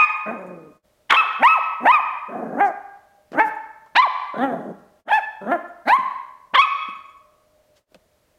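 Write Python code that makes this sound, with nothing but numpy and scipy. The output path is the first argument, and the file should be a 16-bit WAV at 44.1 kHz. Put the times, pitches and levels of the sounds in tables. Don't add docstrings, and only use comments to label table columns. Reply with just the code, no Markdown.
import sys
import numpy as np
from scipy import signal
from scipy.fft import rfft, irfft, next_fast_len
from scipy.io import wavfile
from scipy.ndimage import uniform_filter1d

SR = 44100
rng = np.random.default_rng(int(sys.argv[2]) if len(sys.argv) > 2 else 0)


def magnitude_from_level(level_db):
    exponent = np.asarray(level_db, float) / 20
    return 10 ** exponent


def unload_audio(sound):
    columns = np.transpose(np.atleast_2d(sound))
    steps = np.round(np.clip(columns, -1, 1) * 32767)
    wavfile.write(sys.argv[1], SR, steps.astype(np.int16))


N = 369558
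LEAD = SR // 5


def evened(x):
    return x / np.sqrt(np.mean(np.abs(x) ** 2) + 1e-20)


def read(points, hz):
    f, value = np.transpose(points)
    return np.interp(np.log(hz + 1), np.log(f + 1), value)


def curve(points):
    return np.interp(np.arange(N) / SR, *np.transpose(points))


def add(mix, s, sound):
    part = mix[round(s * SR) + LEAD:][:len(sound)]
    part += sound[:len(part)]


def fuzz(count, hz, width):
    r = np.exp(-np.pi * width / SR)
    noise = rng.standard_normal(count) + 1j * rng.standard_normal(count)
    slow = signal.lfilter([1], [1, -r], noise)
    return evened((slow * np.exp(2j * np.pi * hz * np.arange(count) / SR)).real)


def between(rows, place):
    left = np.minimum(place.astype(int), rows.shape[1] - 2)
    return rows[:, left] + (rows[:, left + 1] - rows[:, left]) * (place - left)


def peak(hz, centre, width):
    return 1 / (1 + 2j * (hz - centre) / width) ** 2


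# frequency in Hz, level in dB per Hz.
AIR = [(20, -9), (50, -4), (170, -12), (400, -12.5), (640, -7.5), (760, -15.5), (3000, -24), (15500, -31)]
# pitch in Hz, wavering width in Hz, level in dB.
HUM = [(609, 16, -68)]
# time in seconds, level in dB.
HUM_SHARE = [(0, -2), (7.8, -1), (7.9, -8), (8.4, -7)]


def background():
    hz = np.fft.rfftfreq(N, 1 / SR)
    air = evened(irfft(rfft(rng.standard_normal(N)) * magnitude_from_level(read(AIR, hz)), N))
    t = np.arange(N) / SR
    hum = sum(magnitude_from_level(db) * (np.sin(2 * np.pi * f * t) + 0.86 * fuzz(N, f, w)) for f, w, db in HUM)
    return magnitude_from_level(-68.5) * air + magnitude_from_level(curve(HUM_SHARE)) * hum


# start in seconds, peak level in dB, pitch in Hz,
# time to die by 60 dB in seconds, level of the tick in dB beside the bump.
BUMPS = [(0.847, -57.5, 200, .08, -14), (3.318, -28, 354, 0.035, -30.5), (3.332, -55, 868, 0.037, 1),
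         (3.46, -32.5, 107, .15, -72), (3.861, -49, 965, 0.069, -8), (4.78, -39.5, 71.5, 0.21, -70),
         (5.985, -24, 154.6, 0.096, -35), (6.885, -32.5, 195, 0.071, -32), (7.92, -48, 412, 0.021, -34),
         (7.945, -38, 538, 0.055, -1.5), (7.954, -40, 183.1, 0.05, -12)]
# middle in seconds, length in seconds, level in dB, pitch in Hz, width in Hz.
SCUFFS = [(3.34, 0.054, -52.5, 2700, 800), (2.668, 0.083, -55, 6610, 4000),
          (3.469, 0.094, -48.5, 13000, 4850), (6.903, 0.071, -71, 9200, 1226),
          (7.774, 0.053, -60.5, 3492, 4600)]


def floor_contacts():
    out, t = np.zeros(N + LEAD), np.arange(8000) / SR
    for s, db, hz, t60, tick_db in BUMPS:
        body = fuzz(len(t), hz, 0.21 * hz) * magnitude_from_level(-60 * t / t60) * np.minimum(t * hz * 2, 1)
        tick = fuzz(len(t), 3000, 1600) * magnitude_from_level(tick_db - 60 * t / 0.018)
        add(out, s, magnitude_from_level(db - 2.5) * (body + tick))
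    for s, length, db, hz, width in SCUFFS:
        count = int(length * SR)
        add(out, s - length / 2, magnitude_from_level(db) * fuzz(count, hz, width) * np.hanning(count))
    return out


# pitch in Hz, level in dB, time to die by 60 dB in seconds.
BELL = [(6961, 0, .12), (8156, -6, .12), (8527, -7, .1), (9044, -7, .1), (10250, -14, .1), (11111, -4, .08),
        (12893, -1, .08)]
# start in seconds, level in dB.
JINGLES = [(0.051, -60), (0.099, -61), (0.15, -83), (0.167, -63), (0.385, -68), (.415, -70), (0.466, -61),
           (3.547, -63.5), (4.178, -73), (5.682, -65), (6.1, -74), (6.954, -67), (7.058, -72), (7.096, -70),
           (7.172, -73)]


def bell():
    out, t = np.zeros(N + LEAD), np.arange(6000) / SR
    favour_db = 2.2 * rng.standard_normal((len(JINGLES), len(BELL)))
    for (s, strike_db), favour in zip(JINGLES, favour_db):
        ring = np.zeros(len(t))
        for (hz, db, t60), extra_db in zip(BELL, favour):
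            ring += magnitude_from_level(db + extra_db - 60 * t / t60) * np.sin(2 * np.pi * hz * t)
        add(out, s, magnitude_from_level(strike_db) * ring)
    return out


# middle in seconds, half length in seconds, roughness 0-1.
CRACKS = [(1.866, .011, .35), (5.116, .006, .3), (6.569, .014, .6)]
BREAK_HZ, BREAK_OCTAVES = 726, 0.27
FIRM_DB, FIRM_CLEARS = -27.5, 0.77
GRUMBLE_HALF_DB, HOARSE_HALF_DB = 7.5, -3
OPEN_HZ, MOUTH_POWER, HOARSE_MOUTH = 1030, 0.69, 1.393
FLIP_S, FLIP_ROUGH, YELP_ROUGH = .018, .2, .003


def manner(t, effort_db, hz, hoarse_s, grumble_rough, yelp_half_db, mouth, tilt_db):
    yelp = (1 + np.tanh(np.log2(hz / BREAK_HZ) / BREAK_OCTAVES)) / 2
    yelp = np.maximum.accumulate(yelp)
    flip = np.clip(np.gradient(yelp, t) * FLIP_S, 0, 1)
    hoarse = np.clip((t[0] + hoarse_s - t) / 0.012, 0, 1)
    octaves_per_s = uniform_filter1d(np.gradient(np.log2(hz), t), size=30)
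    glide = np.tanh(octaves_per_s / 23)

    slack = grumble_rough * (1 - FIRM_CLEARS * (1.5 + np.sign(effort_db - FIRM_DB)) / 2)
    rough = slack + (YELP_ROUGH - slack) * yelp + FLIP_ROUGH * flip
    for s, half_s, chaos in CRACKS:
        rough = rough + chaos * np.clip(2 - 2 * abs(t - s) / half_s, 0, 1)
    rough = rough + (grumble_rough - rough) * hoarse

    half_db = GRUMBLE_HALF_DB + (yelp_half_db - GRUMBLE_HALF_DB) * yelp
    half_db = half_db + (HOARSE_HALF_DB - half_db) * hoarse
    mouth = mouth * np.minimum(hz / OPEN_HZ, 1) ** MOUTH_POWER * HOARSE_MOUTH ** hoarse

    tilt_db = tilt_db + 2.5 * flip + 2.5 * glide + 6.5 * np.minimum(glide, 0)
    tilt_db = tilt_db - 5 * (1 - yelp) - hoarse + 0.054 * effort_db
    return rough, half_db, mouth, tilt_db


# pitch in Hz, width in Hz, level in dB, how far it follows the mouth (0-1).
THROAT = [(260, 54, 10.5, 0.067), (950, 392, 20, 0.62), (1702, 500, 19.5, .3), (2453, 421, 19, 0.67),
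          (3415, 80, -7.5, .2)]
# pitch in Hz, width in Hz, level in dB.
HEAD = [(6500, 700, -50), (8300, 900, -50), (10500, 800, -45), (12600, 2600, -47)]
STEP = 32
JAW_S, MUZZLE_WIDTH_HZ, MUZZLE_FADE_DB_PER_S = .2, 610, -49.5
SMEAR_POWER, SMEAR_HZ = 1.5, 1100


def call(rows, way, change):
    s, *columns = np.transpose(rows)
    t = np.arange(s[0], s[-1], 1 / SR)
    effort_db, pitch = (np.interp(t, s, c) for c in columns)
    pairs = np.cumsum(uniform_filter1d(pitch, size=130)) / SR / 2
    hz = pitch[::STEP]
    rough, half_db, mouth, tilt_db = manner(t[::STEP], effort_db[::STEP], hz, *way)

    brighten_db, close, muzzle_hz, muzzle_db, head_db = change
    gone, age = np.linspace(0, 1, len(hz)), t[::STEP] - s[0]
    mouth = mouth * 2 ** (close * (.5 - gone))
    tilt_db = tilt_db + brighten_db * (gone - .5)

    leak = np.interp(t, t[::STEP], (np.clip(rough, 0, 1) + .01) ** 0.56)
    k = np.arange(1, 60)[:, None]
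    line_hz = k * hz / 2
    rough = np.clip(rough * np.maximum(line_hz / SMEAR_HZ, 1) ** SMEAR_POWER, 0, 1)

    peaks = [magnitude_from_level(db) * peak(line_hz, f * mouth ** follow, w) for f, w, db, follow in THROAT]
    sinking_hz = muzzle_hz * np.exp(-(age / JAW_S) ** 3)
    muzzle_level = magnitude_from_level(muzzle_db + MUZZLE_FADE_DB_PER_S * age)
    peaks.append(muzzle_level * peak(line_hz, sinking_hz, MUZZLE_WIDTH_HZ))
    delay = np.exp(.5j * sum(np.angle(p) for p in peaks))
    throat = (magnitude_from_level(-22) + sum(abs(p) for p in peaks)) * delay

    size = throat * magnitude_from_level(tilt_db * np.log2(np.maximum(k / 2, 1)))
    size /= np.sqrt((abs(size) ** 2).sum(0) / 2)
    size += magnitude_from_level(-59) + sum(magnitude_from_level(db + head_db) * peak(line_hz, f, w) for f, w, db in HEAD)
    size *= magnitude_from_level(half_db * (k % 2)) * np.clip((16000 - line_hz) / 1500, 0, 1)
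    size /= np.sqrt((abs(size) ** 2).sum(0) / 2)

    chance = rng.standard_normal((400, 60, 2)) @ [1, 1j]
    chance = (0.98 * chance[:, :-1] + 0.54 * chance[:, -1:]).T
    size *= np.sqrt(1 - rough) + np.sqrt(rough) * between(chance, 1.3 * pairs[::STEP])

    turning = np.cumprod(np.exp(2j * np.pi * pairs) * np.ones_like(k), axis=0)
    voice = -(between(size, np.arange(len(t)) / STEP) * turning).sum(0).real
    breath = leak * sum(magnitude_from_level(db + head_db + 5.5) * fuzz(len(t), f, w) for f, w, db in HEAD)
    return s[0], magnitude_from_level(effort_db) * (voice + breath) * signal.windows.tukey(len(t), .04)


# time in seconds, breath effort in dB, pitch of
# the folds in Hz.
CALLS = [
    [(-.13, -40, 505), (-.1, -11, 858.4), (-.065, -9.5, 878), (-.05, -10, 1054), (-.02, -8.5, 1082),
     (-.01, -8.5, 1257), (.046, -9, 1233), (.058, -23.5, 1204), (.08, -49.5, 897)],
    [(.252, -44.5, 388.6), (.27, -31.5, 422.6), (.3, -26.5, 434.2), (.33, -31.5, 508), (.38, -38, 381),
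     (.52, -39, 360.3), (.6, -44.5, 324.2), (.68, -46, 304.5), (.74, -55.5, 260)],
    [(1.093, -43.5, 802), (1.109, -4, 1396), (1.117, -13.5, 1328), (1.126, 1.5, 1355), (1.134, -7, 1048),
     (1.162, -10.5, 1075), (1.17, -6, 1319), (1.207, -8.5, 1288), (1.255, -38.5, 588)],
    [(1.39, -42.5, 420.6), (1.425, -20.5, 568.3), (1.436, -11, 902), (1.45, -0.5, 950), (1.474, 0.5, 1129),
     (1.482, -5.5, 1274), (1.54, -8.5, 1312), (1.56, -16, 1018), (1.595, -26, 556.6)],
    [(1.8, -46.5, 416), (1.852, -23.5, 538.4), (1.86, -14.5, 740), (1.88, -5.5, 894.5), (1.915, -0.5, 1066),
     (1.921, -11, 1257), (1.942, -4, 1264), (1.975, -11, 1130), (2.005, -29, 635)],
    [(2.277, -56, 408.3), (2.29, -38.5, 390.7), (2.36, -31, 477), (2.52, -33.5, 437.8), (2.57, -30, 481.6),
     (2.595, -21.5, 624.4), (2.613, -14, 806.6), (2.65, -15.5, 809.3), (2.72, -34.5, 611)],
    [(3.33, -35, 414), (3.37, -29, 542.7), (3.382, -18.5, 610), (3.394, -12.5, 643), (3.399, -14, 868),
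     (3.408, -6.5, 862), (3.425, -14.5, 905.5), (3.44, -19, 910), (3.47, -47, 808)],
    [(3.948, -46, 449), (3.957, -17, 647.4), (3.968, -11, 818.6), (3.98, -10, 948.7), (4.0, 0.5, 1033),
     (4.013, -7.5, 1005), (4.027, -7.5, 1188), (4.042, -5.5, 1111), (4.078, -23, 583)],
    [(4.337, -28, 399), (4.35, -37.5, 401), (4.4, -23.5, 468), (4.44, -17.5, 556), (4.47, -24, 541),
     (4.52, -27, 457.1), (4.57, -33.5, 438.3), (4.715, -35, 384.6), (4.73, -49, 372)],
    [(5.05, -47.5, 416.7), (5.075, -36.5, 500), (5.095, -30.5, 775), (5.112, -23, 948), (5.119, -17, 789),
     (5.138, -12, 861.4), (5.172, -18, 882.4), (5.182, -17.5, 821), (5.205, -37.5, 564.5)],
    [(5.412, -37.5, 391), (5.465, -32, 397.3), (5.49, -24.5, 509), (5.512, -22, 557), (5.52, -15.5, 686.5),
     (5.54, -19, 712.4), (5.56, -22.5, 640), (5.58, -42, 564), (5.6, -53.5, 500)],
    [(5.853, -41.5, 451.6), (5.862, -36.5, 458.5), (5.88, -18, 579.4), (5.89, -15.5, 737.3),
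     (5.92, -12.5, 921.4), (5.935, -2, 1015), (5.955, -8, 1090), (5.97, -13, 1143), (5.98, -48.5, 1240)],
    [(6.534, -33, 402), (6.557, -5, 1209), (6.567, -12, 1054), (6.58, -10, 1017), (6.597, 3.5, 1125),
     (6.613, -4, 1115), (6.62, -4.5, 1297), (6.64, -7.5, 1243), (6.68, -42, 600)],]
# length of hoarse start in seconds, grumble roughness 0-1,
# half-pitch lines in the yelp in dB, mouth factor, brightness tilt in dB per octave.
MANNER = [(0.025, 0.4, -38, .98, -3), (.001, .35, -12, 1.1, -8), (.072, 0.6, -35.5, 1.08, -3.5),
          (0.00089, .1, -37.5, 1.1, -6), (.001, 0.5, -39.5, 1.1, -7), (.001, 0.9, -7, 0.98, -8),
          (0.0014, 1, -7.5, 0.92, -5), (0.024, 0, -34.5, 1.075, -5), (.001, 0.8, -13.5, 0.96, -7),
          (.001, 0.6, -28, 0.98, -3), (0.00062, .25, -12, 0.83, -4.5), (.001, .15, -43.5, 1.127, -7),
          (0.055, 0, -39, 1.064, -3)]
# brightening in dB per octave (negative dulls), jaw closing
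# in octaves, muzzle resonance in Hz, its level in dB, level of the head cavities in dB.
CHANGE = [(0, -0.16, 2000, -5.5, -5.5), (-12.5, 0.35, 1700, 0, -2), (-5, -0.016, 3200, 5.5, 5.1),
          (-1.5, 0.24, 1900, -4, 5), (5, 0.23, 3600, -3.5, 3.5), (-4.5, 0.05, 3300, 5, -4),
          (-3.5, 0.083, 2300, 5, 1), (-9.5, .2, 3850, 11.5, -1), (-9, .2, 3700, 22.5, -1.5),
          (6, .1, 3280, 17, 6.5), (-2.5, .1, 3600, 8, .1), (-12, 0.34, 4100, 11, 8),
          (4, .1, 3450, 12.5, -1.1)]


def puppy():
    out = np.zeros(N + LEAD)
    for rows in zip(CALLS, MANNER, CHANGE):
        add(out, *call(*rows))
    return out


# frequency in Hz, time to die by 60 dB in seconds.
ROOM = [(200, .65), (600, 0.75), (1200, 1.031), (2500, 0.79), (5000, 0.83), (8000, 0.57)]


def room(x, stretch):
    taps = np.zeros(2 * SR)
    at = np.arange(200, 2 * SR - 20, 20)
    taps[at + rng.integers(0, 20, len(at))] = rng.choice([-1., 1.], len(at))
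    hz, t, z = signal.stft(taps, SR, nperseg=256)
    dying = magnitude_from_level(-60 * t / (stretch * read(ROOM, hz)[:, None]))
    tail = signal.istft(z * dying, SR, nperseg=256)[1]
    tail *= np.minimum(np.arange(len(tail)) / (.035 * SR), 1)
    return signal.fftconvolve(x, tail / np.linalg.norm(tail))[:len(x)]


JOINS = [-1, .82, 5.045, 7.858, 9]
# level in dB, factor on how long it lasts.
TAKES = [(-13, 1.008), (-13, 0.93), (-12, 0.86), (-30, 1.1)]


def echoes(near):
    t, out = (np.arange(N + LEAD) - LEAD) / SR, np.zeros(N + LEAD)
    for start, end, (echo_db, stretch) in zip(JOINS, JOINS[1:], TAKES):
        inside = (t >= start) & (t < end)
        out[inside] = magnitude_from_level(echo_db) * room(near[inside], stretch)
    return out


# frequency in Hz, level in dB.
CAPSULE = [(100, -31), (170, -3.5), (300, -2), (4000, -4), (5500, -1.5), (15500, -13)]


def microphone(x):
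    count = next_fast_len(len(x))
    hz = np.fft.rfftfreq(count, 1 / SR)
    heard = irfft(rfft(x, count) * magnitude_from_level(read(CAPSULE, hz)), count)
    return heard[LEAD:LEAD + N]


def scene():
    near = puppy() + floor_contacts()
    out = near + bell() + echoes(near)
    return (microphone(out) + background())[None]


# middle in seconds, fade out in seconds, fade in in seconds, depth in dB.
DIPS = [(0.822, .06, .025, -26), (5.045, .045, 0.041, -30), (7.858, 0.064, 0.06, -23.5)]


def dips():
    t = np.arange(N) / SR
    return magnitude_from_level(sum(db * np.interp(t, [s - out, s, s + back], [0, 1, 0]) ** 1.1 for s, out, back, db in DIPS))


def gain_control(dry):
    power_db = 10 * np.log10(abs(uniform_filter1d(dry[0] ** 2, size=200)) + 1e-12)
    fall = np.arange(N) * 60. / SR
    held_db = np.maximum.accumulate(power_db + fall) - fall
    over_db = np.maximum(held_db + 16.0, 0)
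    return dry * magnitude_from_level(4 - 0.73 * uniform_filter1d(over_db, size=150))


def low_pass(x):
    return signal.sosfilt(signal.butter(12, 15800, fs=SR, output="sos"), x)


def record(dry):
    held = gain_control(dry)
    lopsided = held + 0.07 * held ** 2
    clipped = np.clip(lopsided, -.72, .72)
    steady = signal.lfilter(*signal.butter(1, 20, "high", fs=SR), clipped)
    return low_pass(steady * dips())


dry = scene()
out = record(dry)
unload_audio(out)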